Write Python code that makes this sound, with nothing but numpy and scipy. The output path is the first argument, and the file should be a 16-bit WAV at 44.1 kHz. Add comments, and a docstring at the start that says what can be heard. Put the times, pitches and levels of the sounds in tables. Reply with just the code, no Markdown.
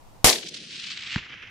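"""Open bush country: a rifle fires beside a camera, a sharp noise front, pressure push and deep swing.
Noise dying by frequency is the scatter of the near scrub; short noise bursts are single bushes.
A sinking hiss and low roll come from ever farther away, then a dull return from the far slope.
The hit comes back as damped knocks, slap noise, a thud and a low tail, all over a light breeze.
The camera's gain control ducks under the shot and recovers slowly."""
import sys
import numpy as np
from scipy import signal
from scipy.fft import rfft, irfft, next_fast_len
from scipy.io import wavfile
from scipy.ndimage import map_coordinates

SR = 44100
rng = np.random.default_rng(int(sys.argv[2]) if len(sys.argv) > 2 else 0)


def wrap_up_sound(samples):
    """Save the sound to the file named by the first command line argument, as 16-bit audio."""
    columns = np.atleast_2d(samples).T
    # keep every value between -1 and 1, then stretch to whole-number steps
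    tamed = np.clip(columns, -1, 1)
    steps = np.round(tamed * 32767).astype(np.int16)
    wavfile.write(sys.argv[1], SR, steps)


N = 66150
SHOT_S = 0.2445


def amp(db):
    """Amplitude factor of a level in dB."""
    return 10 ** (np.asarray(db) / 20)


def unit(x):
    """x scaled to rms 1 over all channels."""
    return x / np.sqrt(np.mean(x ** 2) + 1e-20)


def since(start_s):
    """Seconds since start_s for every sample."""
    return np.arange(N) / SR - start_s


def along(points, hz):
    """Value at hz, interpolated on a log frequency axis."""
    point_hz, value = np.transpose(points)
    return np.interp(np.log(hz + 1), np.log(point_hz + 1), value)


def level(points):
    """Gain along (time [s], level [dB]) points."""
    return amp(np.interp(since(0), *np.transpose(points)))


def wobble(rate):
    """Smooth random curve, rate knots per second."""
    knots = rng.standard_normal(4096)
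    return map_coordinates(knots, [np.arange(N) * rate / SR], mode="wrap")


def filtered(x, response):
    """x through a fixed frequency response."""
    size = next_fast_len(N + 8192)
    hz = np.fft.rfftfreq(size, 1 / SR)
    return irfft(rfft(x, size) * response(hz), size)[..., :N]


def shaped(x, gain_db, size):
    """x under a gain that depends on frequency and time."""
    hz, t, bins = signal.stft(x, SR, nperseg=size)
    bins = bins * amp(gain_db(hz[:, None], t))
    return signal.istft(bins, SR, nperseg=size)[1][:, :N]


def noise(spectrum):
    """Two unrelated coloured noises, joint rms 1."""
    return unit(filtered(rng.standard_normal((2, N)), lambda hz: amp(along(spectrum, hz))))


def sinking(spectrum, octaves_per_s):
    """Noise whose spectrum slides down as the path over grass and through air grows."""
    def slide_db(hz, t):
        return along(spectrum, hz * 2 ** (octaves_per_s * (t - SHOT_S)))
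    return unit(shaped(rng.standard_normal((2, N)), slide_db, size=1024))


def spread(pair, side_db):
    """Left and right from a middle signal and a side signal at side_db."""
    mid, side = pair[0], pair[1] * amp(side_db)
    return np.array([mid + side, mid - side]) / np.sqrt(1 + amp(2 * side_db))


def swing(center_s, hz, spread_s):
    """Swing of air pressure: a sine under a Gaussian centred on center_s."""
    t = since(center_s)
    return -np.sin(2 * np.pi * hz * t) * np.exp(-(t / spread_s) ** 2)


def swell(center_s, db, half_s, pan_db):
    """Left and right gain of one short echo, 4.3 dB down at half_s from its centre."""
    side_gains = amp([[db + pan_db / 2], [db - pan_db / 2]])
    return side_gains * np.exp(-np.abs(since(center_s) / half_s) ** 3 / 2)


AIR_DB = -50.5
# Breeze and microphone hiss: (frequency [Hz], relative density [dB per Hz])
AIR_SPECTRUM = [(20, 2), (45, -9.5), (100, -5), (200, -14), (400, -17.5), (950, -13.5), (1500, -27),
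                (3000, -29.5), (8000, -34), (14000, -39.5)]


def air():
    """Light breeze over microphone hiss: coloured noise with a slow level wobble."""
    return spread(noise(AIR_SPECTRUM), side_db=-1.5) * amp(AIR_DB + 0.58 * wobble(rate=7))


# Far slope spectrum: (frequency [Hz], relative density [dB per Hz])
FAR_SPECTRUM = [(100, -15), (200, -6.5), (400, -10), (650, -15.5), (1000, -12.5), (1500, -1.5), (2300, 3),
                (3100, -1), (4300, -18), (6000, -19.5), (8000, -46.5), (11000, -79)]
# Dull return from the far slope: (time [s], level [dB])
FAR_LEVEL = [(.7, -57), (.95, -31), (1.15, -32), (1.22, -29), (1.3, -30.5), (1.395, -31.5), (1.5, -34)]
# Stronger returns: (time [s], level [dB], half length [s], left-right difference [dB])
FAR_RETURNS = [(1.181, -15, 0.0035, -1), (1.19, -21, 0.0042, 1), (1.205, -35, 0.0016, -2),
               (1.234, -24.5, 0.0062, 0), (1.265, -26.5, 0.004, 1), (1.301, -25.5, 0.0057, -1),
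               (1.335, -25.5, 0.013, -0.5), (1.431, -28, 0.0088, -1), (1.477, -28, 0.0026, -0.5)]


def far_slope():
    """Dull, fluttering return of the blast; base and stronger returns add in power."""
    power = level(FAR_LEVEL) ** 2 + sum(swell(*row) ** 2 for row in FAR_RETURNS)
    flutter = amp(1.2 * wobble(rate=340))
    return spread(noise(FAR_SPECTRUM), side_db=-8.5) * flutter * np.sqrt(power) * (since(SHOT_S) >= 0)


ROLL_AT_100_MS_DB, ROLL_LOSS_DB_PER_DECADE = -19, 20  # loss per tenfold path
ROLL_SINK_OCT_PER_S, ROLL_FLUTTER_DB = 1.5, 2
# Low roll at the shot: (frequency [Hz], relative density [dB per Hz])
ROLL_SPECTRUM = [(30, -31), (110, -19.5), (210, 0.5), (330, 0), (540, -3.5), (780, -10), (1200, -26),
                 (3000, -56.5)]


def roll():
    """Bass of the report rolling on over the ground, weaker and deeper with the path."""
    t = since(SHOT_S)
    level_db = ROLL_AT_100_MS_DB - ROLL_LOSS_DB_PER_DECADE * np.log10(np.maximum(10 * t, 0.5))
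    level_db = level_db + ROLL_FLUTTER_DB * wobble(rate=38)
    return spread(sinking(ROLL_SPECTRUM, ROLL_SINK_OCT_PER_S), side_db=-17) * amp(level_db) * (t >= 0)


TWIG_SIDE_DB, TWIG_NARROWS_DB_PER_S, TWIG_ROUGH_DB = -1, 10, 1.5


def twigs(pair):
    """Crackling scatter from many twigs, narrower as it comes from farther ahead."""
    side_db = TWIG_SIDE_DB - TWIG_NARROWS_DB_PER_S * since(SHOT_S)
    return unit(spread(pair, side_db) * amp(TWIG_ROUGH_DB * wobble(rate=450)))


HISS_SINK_OCT_PER_S, HISS_FLUTTER_DB = 0.62, 1.24
# Hiss at the shot: (frequency [Hz], relative density [dB per Hz])
HISS_SPECTRUM = [(500, -57.5), (1100, -26.5), (1700, -13.5), (2400, -5.5), (3500, 1), (4800, 0),
                 (6600, -5.5), (8800, -15), (11500, -21), (14500, -67)]
# Rolling hiss between the bushes: (time [s], level [dB])
HISS_LEVEL = [(.26, 4.5), (.39, -14.5), (.45, -18), (.515, -23), (.6, -19), (.69, -22), (.745, -16.5),
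              (.9, -18.5), (1.0, -21), (1.155, -15), (1.211, -29.5), (1.5, -52)]


def hiss():
    """The crack comes back as a rolling hiss that dulls with distance."""
    scatter = twigs(sinking(HISS_SPECTRUM, HISS_SINK_OCT_PER_S))
    flutter = amp(HISS_FLUTTER_DB * wobble(rate=110))
    return scatter * level(HISS_LEVEL) * flutter * (since(SHOT_S) >= 0)


# Bush echo before its octave shift: (frequency [Hz], relative density [dB per Hz])
BUSH_SPECTRUM = [(500, -40), (1100, -22), (1700, -7.5), (2500, -1.5), (3600, 2), (5200, -0.5), (6800, -9),
                 (8800, -17.5), (11000, -27.5), (14000, -67.5)]
# Single bushes: (time [s], level [dB], half length [s], left-right difference [dB], shift [octaves])
BUSH_ECHOES = [(0.298, 11, 0.0052, 4.5, 0.22), (0.332, 6, 0.0043, 5.5, 0.015),
               (0.359, -1, 0.0042, -1.5, -0.2), (.386, -7.5, 0.0052, -2, -0.08),
               (.433, -11, 0.0045, 8, -.3), (0.47, -11, 0.0079, -3.5, 0), (.489, -11, 0.005, 1, 0.28),
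               (0.547, -10, 0.0066, -3.5, 0.0059), (0.571, -14.5, 0.0076, -3, 0.014),
               (0.798, -18, 0.0049, 0, -0.1), (.843, -15.5, 0.0056, 2, -0.25),
               (.869, -15, 0.0055, 1.5, -0.14), (0.914, -14.5, 0.011, 0.5, -0.19),
               (0.976, -14, 0.0035, 0, -0.32), (1.024, -14, 0.0022, -1, -0.34),
               (1.1, -20, 0.0019, 5, -0.33), (1.12, -20.5, 0.0045, 0, -0.32)]


def bushes():
    """Each big bush throws the crack back as a short noise burst of its own brightness."""
    out = np.zeros((2, N))
    for time_s, db, half_s, pan_db, octaves in BUSH_ECHOES:
        colour = [(hz * 2 ** octaves, band_db) for hz, band_db in BUSH_SPECTRUM]
        out = out + twigs(noise(colour)) * swell(time_s, db, half_s, pan_db)
    return out


HIT_S, HIT_AIR_HZ = 1.16, 5300  # the long path takes the treble
# Ring of the strike: (frequency [Hz], level [dB], T60 [s])
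KNOCK_MODES = [(313, -13.5, 0.029), (966, -14, 0.015), (1630, 4, 0.0059), (4240, -2, .005)]
SLAP_DB, SLAP_T60_S = -11, 0.022
# Slap: (frequency [Hz], relative density [dB per Hz])
SLAP_SPECTRUM = [(200, -20), (600, -20), (1000, -6), (1700, 8), (2600, 8), (5000, -20), (8000, -19),
                 (12000, -40)]
THUD_DELAY_S, THUD_DB, THUD_HZ, THUD_SPREAD_S = 0.00449, 1, 155.4, 0.0035
HIT_TAIL_DB, HIT_TAIL_T60_S = -16.5, 0.11
# Low tail: (frequency [Hz], relative density [dB per Hz])
HIT_TAIL_SPECTRUM = [(30, -3), (90, -6), (200, -8), (400, -15), (1000, -48), (4000, -52)]


def hit():
    """Bullet strike: damped cosines, decaying slap noise, a thud swing and a short low tail."""
    t = since(HIT_S)
    age_s = np.maximum(t, 0)
    knock = np.zeros(N)
    for hz, db, t60_s in KNOCK_MODES:
        knock = knock - np.cos(2 * np.pi * hz * age_s) * amp(db - 60 * age_s / t60_s)
    slap = spread(noise(SLAP_SPECTRUM), side_db=-6) * amp(SLAP_DB - 60 * age_s / SLAP_T60_S)
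    thud = amp(THUD_DB) * swing(HIT_S + THUD_DELAY_S, THUD_HZ, THUD_SPREAD_S)
    tail = spread(noise(HIT_TAIL_SPECTRUM), side_db=-23)
    tail = tail * amp(HIT_TAIL_DB - 60 * age_s / HIT_TAIL_T60_S)
    strike = (knock + slap + thud + tail) * (t >= 0)
    return filtered(strike, lambda hz: np.exp(-(hz / HIT_AIR_HZ) ** 4))


SCRUB_DB, SCRUB_HOLD_S, SCRUB_SAG_DB_PER_S, SCRUB_ROUGH_DB = 16.5, 0.034, 77, 0.86
# Near scrub, also colours the front: (frequency [Hz], relative density [dB per Hz])
SCRUB_SPECTRUM = [(20, 0), (70, 4.5), (170, -3), (330, 0.5), (510, 5.5), (800, 3), (1000, 4), (1400, -3.5),
                  (2100, 3.5), (3200, -3.5), (5000, 1), (7000, 0.5), (10000, -2), (14000, -8),
                  (16000, -23.5)]
# Scrub decay after the hold: (frequency [Hz], T60 [s])
SCRUB_T60 = [(50, 0.092), (130, .13), (280, 0.3), (500, 0.27), (1100, 0.18), (3000, 0.21), (7000, 0.24),
             (14000, 0.19)]
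# Left-right likeness: (frequency [Hz], correlation [-1..1])
SCRUB_ALIKE = [(60, -.1), (140, 0.5), (300, .65), (700, 0.91), (1500, 0.65), (3000, 0.15), (14000, 0.16)]


def scrub():
    """Dense scatter from the near scrub: holds with a slight sag, then dies at a rate per frequency."""
    def mid_side(hz):
        angle = np.arccos(np.clip(along(SCRUB_ALIKE, hz), -1, 1)) / 2
        return np.array([np.cos(angle), np.sin(angle)])

    def dying_db(hz, t):
        return -60 * np.maximum(t - SHOT_S - SCRUB_HOLD_S, 0) / along(SCRUB_T60, hz)

    t = since(SHOT_S)
    mid, side = filtered(noise(SCRUB_SPECTRUM), mid_side)
    scatter = shaped(unit(np.array([mid + side, mid - side])), dying_db, size=256)
    sag_db = SCRUB_SAG_DB_PER_S * np.clip(t, 0, SCRUB_HOLD_S)
    return scatter * amp(SCRUB_DB + SCRUB_ROUGH_DB * wobble(rate=420) - sag_db) * (t >= 0)


BOOM_S, BOOM_DB, BOOM_HZ, BOOM_SPREAD_S = 0.255, 2.5, 41.7, 0.009


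def boom():
    """Deep swing of the muzzle blast, cut off before the shot."""
    return -amp(BOOM_DB) * swing(BOOM_S, BOOM_HZ, BOOM_SPREAD_S) * (since(SHOT_S) >= 0)


CRACK_DB, CRACK_HOLD_S, CRACK_FALL_DB_PER_S = 20, 0.0012, 5996.5
PUSH_DB, PUSH_S = 15, 0.0025


def muzzle_blast():
    """Sharp noise front plus a pressure push that reverses sign after PUSH_S."""
    t = since(SHOT_S)
    age_s = np.maximum(t, 0)
    fall_db = CRACK_FALL_DB_PER_S * np.maximum(t - CRACK_HOLD_S, 0)
    front = noise(SCRUB_SPECTRUM) * amp(CRACK_DB - fall_db)
    push = -amp(PUSH_DB) * (1 - age_s / PUSH_S) * np.exp(-age_s / PUSH_S)
    return (front + push) * (t >= 0)


def scene():
    """Everything that reaches the camera."""
    background = air() + far_slope() + roll()
    echoes = hiss() + bushes()
    return background + echoes + hit() + scrub() + boom() + muzzle_blast()


GAIN_LIMIT_DB, GAIN_ATTACK_S, GAIN_RECOVERY_DB_PER_S = -11, 0.007, 11.5
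TOP_HZ = 15400
# Left microphone against right, half applied to each: (frequency [Hz], difference [dB])
MIC_DIFFERENCE = [(60, 0), (300, -0.5), (700, 1.5), (1600, -1.5), (3000, -1.5), (5500, 4.5), (8000, 2),
                  (12000, -1)]


def record(dry):
    """Gain control ducking fast and recovering slowly, unequal microphones, clipping, band limit."""
    keep = np.exp(-1 / (GAIN_ATTACK_S * SR))
    power = signal.lfilter([1 - keep], [1, -keep], np.mean(dry ** 2, axis=0))
    over_db = np.maximum(10 * np.log10(np.abs(power) + 1e-12) - GAIN_LIMIT_DB, 0)
    # running maximum along a ramp: the duck falls back at a constant dB rate
    recovery_db = GAIN_RECOVERY_DB_PER_S * since(0)
    duck_db = np.maximum.accumulate(over_db + recovery_db) - recovery_db
    halves = np.array([[0.5], [-0.5]])
    heard = filtered(dry * amp(-duck_db), lambda hz: amp(along(MIC_DIFFERENCE, hz) * halves))
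    return filtered(np.clip(heard, -1, 1), lambda hz: 1 / np.sqrt(1 + (hz / TOP_HZ) ** 100))


dry = scene()
out = record(dry)
wrap_up_sound(out)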